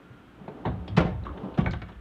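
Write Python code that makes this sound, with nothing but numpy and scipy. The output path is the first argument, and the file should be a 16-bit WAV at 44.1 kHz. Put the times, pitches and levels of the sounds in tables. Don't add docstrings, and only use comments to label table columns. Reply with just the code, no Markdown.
import sys
import numpy as np
from scipy import signal
from scipy.fft import rfft, irfft
from scipy.io import wavfile
from scipy.ndimage import uniform_filter1d

SR = 44100
rng = np.random.default_rng(int(sys.argv[2]) if len(sys.argv) > 2 else 0)


def dump_mix(stems):
    frames = np.atleast_2d(stems).T
    limited = np.clip(frames, -1, 1)
    pcm = np.round(limited * 32767).astype(np.int16)
    wavfile.write(sys.argv[1], SR, pcm)


N = 88596

# pitch in Hz, gain in dB, ring time (T60) in seconds.
PANEL_MODES = [(42.8, -7.5, 0.38), (59.35, -4.5, 0.87), (74.15, -4.5, 0.17), (101.6, -8, 0.37),
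               (120.8, 2.5, 0.14), (151, -4, 0.19), (165.9, 2, 0.18), (191.8, 2.5, 0.15), (252.4, -4, 0.14),
               (262.4, -11.5, 0.3)]


def amp(db):
    return 10 ** (np.asarray(db, float) / 20)


def unit(x):
    return x / np.sqrt(np.mean(x ** 2))


def band(x, lo_hz, hi_hz):
    return signal.sosfilt(signal.butter(2, [lo_hz, hi_hz], "bandpass", fs=SR, output="sos"), x)


def colour(x, eq):
    hz, db = np.array(eq, float).T
    bin_hz = np.maximum(np.arange(len(x) // 2 + 1) * SR / len(x), 1)
    return irfft(rfft(x) * amp(np.interp(np.log(bin_hz), np.log(hz), db)), len(x))


def ring(x, modes):
    out = 0
    for k, (hz, db, t60) in enumerate(modes):
        pole = np.exp(2j * np.pi * hz / SR - np.log(1000) / (t60 * SR))
        out += (-1) ** k * amp(db) * signal.lfilter([1], [1, -pole], x).imag
    return out


def clicks(per_s, spread_db):
    hits = rng.random(N) < per_s / SR
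    return unit(hits * rng.standard_normal(N) * amp(spread_db * rng.exponential(size=N)))


def cabinet_booms():
    # start in seconds, level in dB, favoured pitch in Hz.
    jolts = [(0.099, -36.5, 116), (0.409, -35, 193), (0.479, -32.5, 183), (0.506, -35.5, 153),
             (0.541, -35.5, 247), (0.659, -13.5, 137.2), (0.673, -23, 250), (0.683, -11, 82.5),
             (.731, -23.5, 104), (0.798, -16.5, 80), (0.892, -11, 89.2), (0.973, -9.5, 167.5),
             (0.992, -8.5, 72.3), (1.047, -19, 166), (1.113, -16.5, 105.6), (1.163, -14, 80),
             (1.225, -35.5, 170), (1.289, -19.5, 74), (1.431, -25, 200), (1.586, -10.5, 174),
             (1.601, -14.5, 76), (1.661, -15.5, 103.4), (1.699, -19.5, 137.6), (1.716, -14, 74.7),
             (1.820, -28.5, 107.5), (1.953, -31, 64.5)]
    focus_oct, rise_cycles = 0.075, 1.02
    age, out = np.arange(SR // 2) / SR, np.zeros(N)
    for start, db, favoured_hz in jolts:
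        i = int(start * SR)
        for hz, gain_db, t60 in PANEL_MODES:
            off_pitch_db = (np.log2(hz / favoured_hz) / focus_oct) ** 2
            attack = 1 - np.exp(-(age * hz / rise_cycles) ** 2)
            decay = amp(db + gain_db - off_pitch_db - 60 * age / t60)
            boom = attack * decay * np.sin(2 * np.pi * hz * age)
            out[i:i + len(age)] -= boom[:N - i]
    return out


def sheet_steel(contacts, envelope, crackle_eq, ring_share):
    # pitch in Hz, gain in dB, ring time (T60) in seconds.
    sheet_modes = [(356, 4, 0.072), (408.4, 1.5, 0.054), (435, 16.5, 0.023), (481, 7.5, 0.081),
                   (670, -5.5, 0.027), (744, 1, 0.065), (970, 6, 0.0098), (1144, -5, 0.073),
                   (1410, -1.5, 0.017), (1483, -4.5, .05)]
    drive = contacts * envelope
    ringing = ring(drive, sheet_modes) / np.std(ring(contacts, sheet_modes))
    crackle = colour(drive, crackle_eq) / np.std(colour(contacts, crackle_eq))
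    return np.sqrt(ring_share) * ringing + np.sqrt(1 - ring_share) * crackle


def clatter():
    # start in seconds, body, mid, treble and top levels in dB, attack in ms, T60 in seconds.
    bursts = [(0.477, -31, -38.5, -50, -77, 5.2, 0.066), (0.650, -26, -28.5, -34.5, -42.5, 6, 0.13),
              (0.67, -24, -41, -44.5, -63, 4.8, 0.082), (0.877, -33, -48, -40, -39.5, 2.3, 0.053),
              (0.965, -33, -11.5, -17, -17.5, 15.9, 0.11), (0.975, -14, -21.5, -29, -40.5, 3.8, 0.12),
              (1.002, -19, -36.5, -33.5, -35, 4, 0.14), (1.042, -31, -41, -46.5, -46, 17, 0.32),
              (1.117, -42.5, -52.5, -57, -72, 4.2, 0.32), (1.249, -41.5, -39, -46, -52, 3.4, 0.21),
              (1.372, -34, -36, -40.5, -48, 3.6, 0.055), (1.431, -43.5, -54, -70, -75, 1.7, 0.17),
              (1.538, -62, -46, -46.5, -80, 6, 0.088), (1.574, -11, -14, -20, -23.5, 22.3, 0.076),
              (1.604, -52.5, -39.5, -40, -44, 2.7, 0.12), (1.659, -25, -23.5, -32.5, -40, 3, 0.1),
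              (1.732, -30, -22.5, -28.5, -34, 3.9, 0.044), (1.818, -34.5, -34, -55.5, -47.5, 0.89, 0.064),
              (1.883, -38.5, -31, -37, -41.5, 12.3, 0.055), (1.914, -38, -41.5, -42.5, -49, 7, 0.049)]
    # low edge in Hz, high edge in Hz.
    bands = [(260, 800), (800, 2200), (2200, 5000), (5000, 15000)]
    # frequency in Hz, relative gain in dB.
    crackle_eq = [(200, -18), (300, -1.5), (900, 6), (1500, 4), (2500, 4), (4000, -1), (5000, -19),
                  (7000, -35.5), (9800, -45), (10600, -63.5), (15500, -63)]
    ring_shares = (0.28, 0.28, 0, 0)
    t60_scales = (1, 1, 1, 0.85)
    t, out = np.arange(N) / SR, 0
    contacts = clicks(per_s=16000, spread_db=1.2)
    for k, (lo_hz, hi_hz) in enumerate(bands):
        power = np.zeros(N)
        for start, *band_db, attack_ms, t60 in bursts:
            age = np.maximum(t - start, 0)
            attack = np.minimum(age * 1000 / attack_ms, 1)
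            decay = amp(band_db[k] - 60 * age / (t60 * t60_scales[k]))
            power += (attack * decay) ** 2
        out += sheet_steel(band(contacts, lo_hz, hi_hz), np.sqrt(power), crackle_eq, ring_shares[k])
    return out


def loose_parts():
    # start in seconds, pitch in Hz, wander width in Hz, level in dB, T60 in seconds.
    ticks = [(1.238, 3980, 497, -44, 0.014), (1.267, 1133, 29.6, -25.5, 0.032),
             (1.292, 1213, 30.4, -26.5, 0.011), (1.661, 1525, 30, -27, 0.077),
             (1.661, 1750, 30, -32, 0.053), (1.661, 2226, 39.9, -22.5, 0.025),
             (1.672, 879, 41.8, -25.5, 0.043), (1.709, 3814, 1050, -42.5, 0.081),
             (1.709, 7160, 1200, -57, 0.037), (0.88, 3300, 300, -41.5, 0.052),
             (0.881, 4660, 500, -53, 0.074), (1.719, 6180, 600, -56, 0.062), (0.484, 396, 40, -37, 0.21),
             (.652, 793.5, 126, -25.5, 0.073)]
    attack_ms, out = 0.35, 0
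    for start, hz, width_hz, db, t60 in ticks:
        age = np.maximum(np.arange(N) / SR - start, 0)
        wander = unit(uniform_filter1d(rng.standard_normal(N), int(SR / width_hz)))
        phase = 2 * np.pi * np.cumsum((hz + width_hz / 2 * wander) * (age > 0)) / SR
        attack = 1 - np.exp(-age * 1000 / attack_ms)
        out += attack * amp(db - 60 * age / t60) * np.sin(phase)
    return out


def ball_slides():
    # time in seconds, rumble level in dB, rattle level in dB.
    faders = [(0, -76, -57), (.3, -60, -63.5), (.43, -57.5, -51.5), (.6, -55.5, -47.5), (.75, -34.5, -46),
              (0.872, -50.5, -50), (0.959, -31, -48.5), (1.151, -39.5, -89.5), (1.23, -39, -46.5),
              (1.328, -44, -46), (1.449, -46.5, -38.5), (1.569, -44.5, -48), (1.648, -26.5, -35.5),
              (1.85, -46, -99), (2.0, -57, -96)]
    # frequency in Hz, relative gain in dB.
    crackle_eq = [(150, -20), (250, -9.5), (693, -19.5), (1260, -28), (2040, -58), (2970, -43.5),
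                  (9000, -80)]
    t = np.arange(N) / SR
    times, rumble_db, rattle_db = np.array(faders).T
    rumble = unit(ring(rng.standard_normal(N), PANEL_MODES)) * amp(np.interp(t, times, rumble_db))
    balls = band(clicks(per_s=7700, spread_db=0.5), 290, 11000)
    rattle_envelope = amp(np.interp(t, times, rattle_db))
    return rumble + sheet_steel(balls, rattle_envelope, crackle_eq, ring_share=0.043)


def room_reverb(direct):
    t60, predelay_s = 0.28, 0.006
    t = np.arange(SR // 2) / SR
    tail = band(rng.standard_normal(len(t)), 214, 4800) * amp(-60 * t / t60) * (t > predelay_s)
    return signal.fftconvolve(direct, tail / np.sqrt(np.sum(tail ** 2)))[:N]


def workshop_tone():
    # frequency in Hz, relative gain in dB.
    bed_eq = [(15, -47), (25, -2.5), (267, 3.5), (537, -10), (920, -10.5), (1410, -6.5), (1900, -13),
              (3260, -18.5), (4400, -29.5), (4900, -32.5), (15500, -42.5)]
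    # pitch in Hz, bandwidth in Hz, level in dB, crest time and swell half-width in seconds.
    whistles = [(1400, 52, -61, 0.15, 0.12), (3250, 29, -68.5, 0.25, 0.046), (1774, 63, -67.5, 1.96, 0.17)]
    t = np.arange(N) / SR
    out = amp(-53.5) * unit(colour(rng.standard_normal(N), bed_eq))
    for hz, width_hz, db, crest_s, swell_s in whistles:
        swell = amp(db) * np.exp(-((t - crest_s) / swell_s) ** 2)
        out += swell * unit(band(rng.standard_normal(N), hz - width_hz / 2, hz + width_hz / 2))
    return out


def scene():
    chest = cabinet_booms() + clatter() + loose_parts() + ball_slides()
    return (chest + amp(-13.5) * room_reverb(chest) + workshop_tone())[None]


def record(dry):
    low_cut = signal.butter(2, 35.3, "highpass", fs=SR, output="sos")
    high_cut = signal.ellip(10, 0.2, 80, 15550, fs=SR, output="sos")
    return signal.sosfilt(high_cut, signal.sosfilt(low_cut, dry))


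dry = scene()
out = record(dry)
dump_mix(out)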